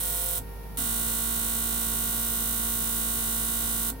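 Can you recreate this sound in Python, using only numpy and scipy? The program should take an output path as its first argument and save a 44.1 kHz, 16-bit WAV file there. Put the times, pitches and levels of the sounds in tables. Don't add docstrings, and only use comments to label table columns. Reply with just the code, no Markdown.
import sys
import numpy as np
from scipy import signal
from scipy.fft import rfft, irfft, next_fast_len
from scipy.io import wavfile
from scipy.ndimage import uniform_filter1d

SR = 44100
rng = np.random.default_rng(int(sys.argv[2]) if len(sys.argv) > 2 else 0)


def output_pcm(signal):
    pcm = np.clip(np.atleast_2d(signal).T, -1, 1) * 32767
    wavfile.write(sys.argv[1], SR, np.round(pcm).astype(np.int16))


N = 176400
T = np.arange(N) / SR


def undb(db):
    return 10 ** (np.asarray(db) / 20)


def level(x, db):
    return x * undb(db) / np.sqrt(np.mean(x ** 2) + 1e-20)


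def pan(db):
    return undb(np.array([[.5], [-.5]]) * db)


def colour(x, spectrum, balance=((1000, 0),)):
    size = next_fast_len(N + SR // 10, True)
    log_f = np.log(np.fft.rfftfreq(size, 1 / SR) + 1)
    curve = lambda rows: np.interp(log_f, np.log([r[0] for r in rows]), [r[1] for r in rows])
    return irfft(rfft(x, size) * undb(curve(spectrum)) * pan(curve(balance)))[:, :N]


def wander(size, count):
    steps = np.repeat(rng.standard_normal(size // count + 2), count)
    return 1.2 * uniform_filter1d(steps, count)[count // 2:count // 2 + size]


def pulses(times, sizes, taps=16):
    at = times[:, None] * SR
    index = np.floor(at).astype(int) + np.arange(1 - taps // 2, 1 + taps // 2)
    weight = sizes[:, None] * np.sinc(index - at) * np.sinc((index - at) / (taps / 2))
    inside = (index >= 0) & (index < N)
    return np.bincount(index[inside], weight[inside], N)


def ring(x, response):
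    return signal.oaconvolve(x[None], response, axes=1)[:, :N]


def phases(hz, diffuse_hz=790):
    return np.pi * min(hz / diffuse_hz, 1) ** 2 * rng.uniform(-.5, .5, (2, 1))


def openings(k, run):
    start, end, rate_hz = run[:3]
    return np.arange(start + k / rate_hz / len(INJECTOR_LEVELS), end, 1 / rate_hz)


# start t/s, end t/s, firing f/Hz, open time/ms, relative strike level/dB
TEST_RUNS = [(-.0784, .383, 43.55, 8.3, 2.6), (0.7727, 3.903, 57.4565, 2.7, 3)]
def strikes(k, closing, scatter_db=.4, jitter_s=2.5e-6):
    out = 0
    for run in TEST_RUNS:
        open_ms, db = run[3:]
        times = openings(k, run) + closing * open_ms / 1000
        late, force = rng.standard_normal((N // 100, 2))[:len(times)].T
        drift_s = 8e-6 * wander(N // 100, count=40)[:len(times)]
        out = out + pulses(times + jitter_s * late + drift_s, undb(db + scatter_db * force))
    return out


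# relative opening level/dB, relative closing level/dB, L-R/dB
INJECTOR_LEVELS = [(1.5, -1.5, 1.5), (-2, -3.7, 2), (-3.5, -2.5, -7), (2.5, 0.1, -5)]
# f/Hz, relative level/dB
CLICK_SPECTRUM = [(150, -37), (400, -16), (800, -13), (1400, -36), (2200, -15), (3000, -6), (3700, -4),
                  (4600, -13), (6000, -5.5), (7200, -8), (7700, 1), (8500, 4.5), (9600, 11), (11000, 6.5),
                  (12400, 9.5), (13500, 6.5), (14700, 12.5), (15400, 6.5)]
# f/Hz, L-R/dB
CLICK_BALANCE = [(300, 22), (1200, -22), (2600, -5), (3800, 11), (5500, -4.5), (7000, -7), (7700, -18.5),
                 (9000, -7.5), (10200, 0), (12500, 1), (15300, -4.5)]
def needles():
    rise_s, bounce_delay_s = .00015, .0006
    crack_s, steel_s, cabinet_s = .0006, .002, .019
    t, out = T[:SR // 6], 0
    decay = np.exp(-t / crack_s) + undb(-17) * np.exp(-t / steel_s) + undb(-19) * np.exp(-t / cabinet_s)
    impact = decay * (1 - np.exp(-t / rise_s))
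    rebound = undb(-4) * np.interp(t - bounce_delay_s, t, impact)
    envelope = np.hypot(impact, rebound)
    for k, (*strike_db, side_db) in enumerate(INJECTOR_LEVELS):
        for closing in (0, 1):
            clicks = ring(strikes(k, closing), envelope * rng.standard_normal((2, len(t))))
            out = out + undb(strike_db[closing]) * pan(side_db) * clicks
    return level(colour(out, CLICK_SPECTRUM, CLICK_BALANCE), -28)


# f/Hz, relative level/dB
RAIL_SPECTRUM = [(700, -18), (1400, -16.5), (2200, -12), (3000, -4), (3700, 0.5), (4600, -5.5),
                 (5500, -2.5), (6700, 1), (8000, -4), (11000, -10)]
# f/Hz, L-R/dB
RAIL_BALANCE = [(1400, 13), (2500, -17), (3700, 1), (5300, -3), (6200, -3)]
def rail(decay_s=.0097):
    t, out = T[:SR // 16], 0
    for k in range(len(INJECTOR_LEVELS)):
        for closing in (0, 1):
            rattle = strikes(k, closing, scatter_db=1, jitter_s=1.2e-5)
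            out = out + ring(rattle, np.exp(-t / decay_s) * rng.standard_normal((2, len(t))))
    return level(colour(out, RAIL_SPECTRUM, RAIL_BALANCE), -41)


# f/Hz, T60/s, rms level/dB, half-waves along the rail, L-R/dB
PANEL_MODES = [(114.5, 0.17, -53.5, 3, 0), (173, 0.26, -63.5, 1, 2), (229.2, 0.17, -43, 0.5, -.5),
               (282.3, 0.11, -57.5, 2, -1.5), (346.4, 0.25, -60.5, 3, -11.5), (519.5, .2, -58.5, .3, -3),
               (696.8, .22, -52.5, 0, 3.5), (1098, .12, -50.5, 2, -7), (1440, .12, -52, 2, -7.5),
               (979.5, 0.11, -62.5, 3.5, 13.5), (1144, 0.14, -57.5, 0, -4.5), (1230, 0.11, -68, 1.5, -13),
               (1329.4, 0.13, -57.5, 0.34, 14.5), (1538.4, 0.25, -59, 2.5, -10.5),
               (1868, .12, -55, 0.5, 2.5), (1940, 0.12, -78, 1.5, 2), (2022, 0.071, -60.5, 1.5, -14.5),
               (2307, 0.09, -64.5, 1, 4), (3260, 0.02, -72.5, 1.5, -18), (3800, 0.044, -59, 1, 3),
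               (3762, 0.027, -52.5, 3, 7.5), (4135, 0.098, -68.5, 1, -6), (4255, 0.13, -56, 2, -5),
               (4890, 0.12, -61.5, 1, 9)]
def panels():
    kicks, out = np.array([strikes(k, 0) for k in range(len(INJECTOR_LEVELS))]), 0
    place = (np.arange(len(kicks)) + .5) / len(kicks)
    for hz, t60, db, half_waves, side_db in PANEL_MODES:
        pole = np.exp((2j * np.pi * hz - np.log(1000) / t60) / SR)
        drive = np.cos(np.pi * half_waves * place) @ kicks
        mode = signal.lfilter([1], [1, -pole], drive)
        out = out + pan(side_db) * level((mode * np.exp(1j * phases(hz))).real, db)
    return out


def spray():
    open_nozzles = np.zeros(N)
    for run in TEST_RUNS:
        open_s = run[3] / 1000
        for k in range(len(INJECTOR_LEVELS)):
            times = openings(k, run)
            since = T - times[np.maximum(np.searchsorted(times, T) - 1, 0)]
            open_nozzles += (since > 0) & (since < open_s)
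    hiss = colour(rng.standard_normal((2, N)), CLICK_SPECTRUM, CLICK_BALANCE)
    return level(hiss, -37) * open_nozzles


# multiple of the shaft rate, rms level/dB
PUMP_HARMONICS = [(1, -39.5), (2, -58), (3, -59.5), (4, -61.5), (9, -53), (10, -62), (15, -64.5), (16, -60),
                  (18, -56), (27, -63.5), (36, -62), (45, -68.5), (54, -70)]
def pump():
    idle_hz, relief_hz, lag_s, whine_hz = 51.39, .58, .04, 395.6
    wobble, flutter_db = .00047, .38

    def tone(cycles, hz, db):
        return undb(db) * np.sqrt(2) * np.sin(2 * np.pi * (cycles + rng.random()) + phases(hz))

    drawing = sum(1. * ((T > start) & (T < end)) for start, end, *_ in TEST_RUNS)
    pole = np.exp(-1 / (lag_s * SR))
    relief = signal.lfilter([1 - pole], [1, -pole], drawing, zi=drawing[:1])[0]
    shaft_hz = (idle_hz + relief_hz * relief) * (1 + wobble * wander(N, count=5000))
    turns = np.cumsum(shaft_hz) / SR
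    hum = sum(tone(k * turns, k * idle_hz, db) for k, db in PUMP_HARMONICS)
    whine = tone(whine_hz * T, whine_hz, -58)
    return (hum + whine) * undb(flutter_db * wander(N, count=2000))


# f/Hz, relative level/dB
RUMBLE_SPECTRUM = [(25, -18), (60, -0.5), (100, -4), (170, -1), (280, -11.5), (420, -12), (600, -15),
                   (900, -12.5), (1200, -23), (2500, -27.5), (5000, -45)]
def bench_rumble():
    mid, side = rng.standard_normal((2, N))
    noise = mid + undb(-5) * np.array([side, -side])
    return level(colour(noise, RUMBLE_SPECTRUM) * pan(-7.5), -46)


# f/Hz, relative level/dB
HISS_SPECTRUM = [(500, -4), (3000, 2), (5500, 2), (7800, -8.5), (9500, 4.5), (11500, 8.5), (12400, 11.5),
                 (13300, 1), (15500, 6)]
# f/Hz, L-R/dB
HISS_BALANCE = [(3000, 1), (6000, 0), (7800, -15), (9500, 4), (11500, 0), (12500, 11), (13500, 6),
                (15500, -9)]
def regulator_hiss():
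    return level(colour(rng.standard_normal((2, N)), HISS_SPECTRUM, HISS_BALANCE), -49.5)


# onset t/s, greatest rms shudder level/dB, peak knock level/dB
LINE_SURGES = [(0.386, -38.5, -51), (0.774, -44, -38.5), (3.903, -47, -39.5)]
# f/Hz, relative level/dB
SHUDDER_SPECTRUM = [(40, -12), (90, -0.5), (180, -7), (300, -25), (1500, -46)]
def surges(rise_s=.021, knock_hz=267):
    out, shudder = 0, level(colour(rng.standard_normal(N), SHUDDER_SPECTRUM), 0)
    for start, shudder_db, knock_db in LINE_SURGES:
        age = np.maximum(T - start, 0) / rise_s
        knock = np.sin(2 * np.pi * knock_hz * (T - start))
        out = out + age * np.exp(1 - age) * (undb(shudder_db) * shudder + undb(knock_db) * knock)
    return out


def scene():
    injection = needles() + rail() + panels() + spray()
    return injection + pump() + bench_rumble() + regulator_hiss() + surges()


def record(dry):
    return signal.sosfilt(signal.ellip(12, .2, 80, 15850, fs=SR, output="sos"), dry)


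dry = scene()
out = record(dry)
output_pcm(out)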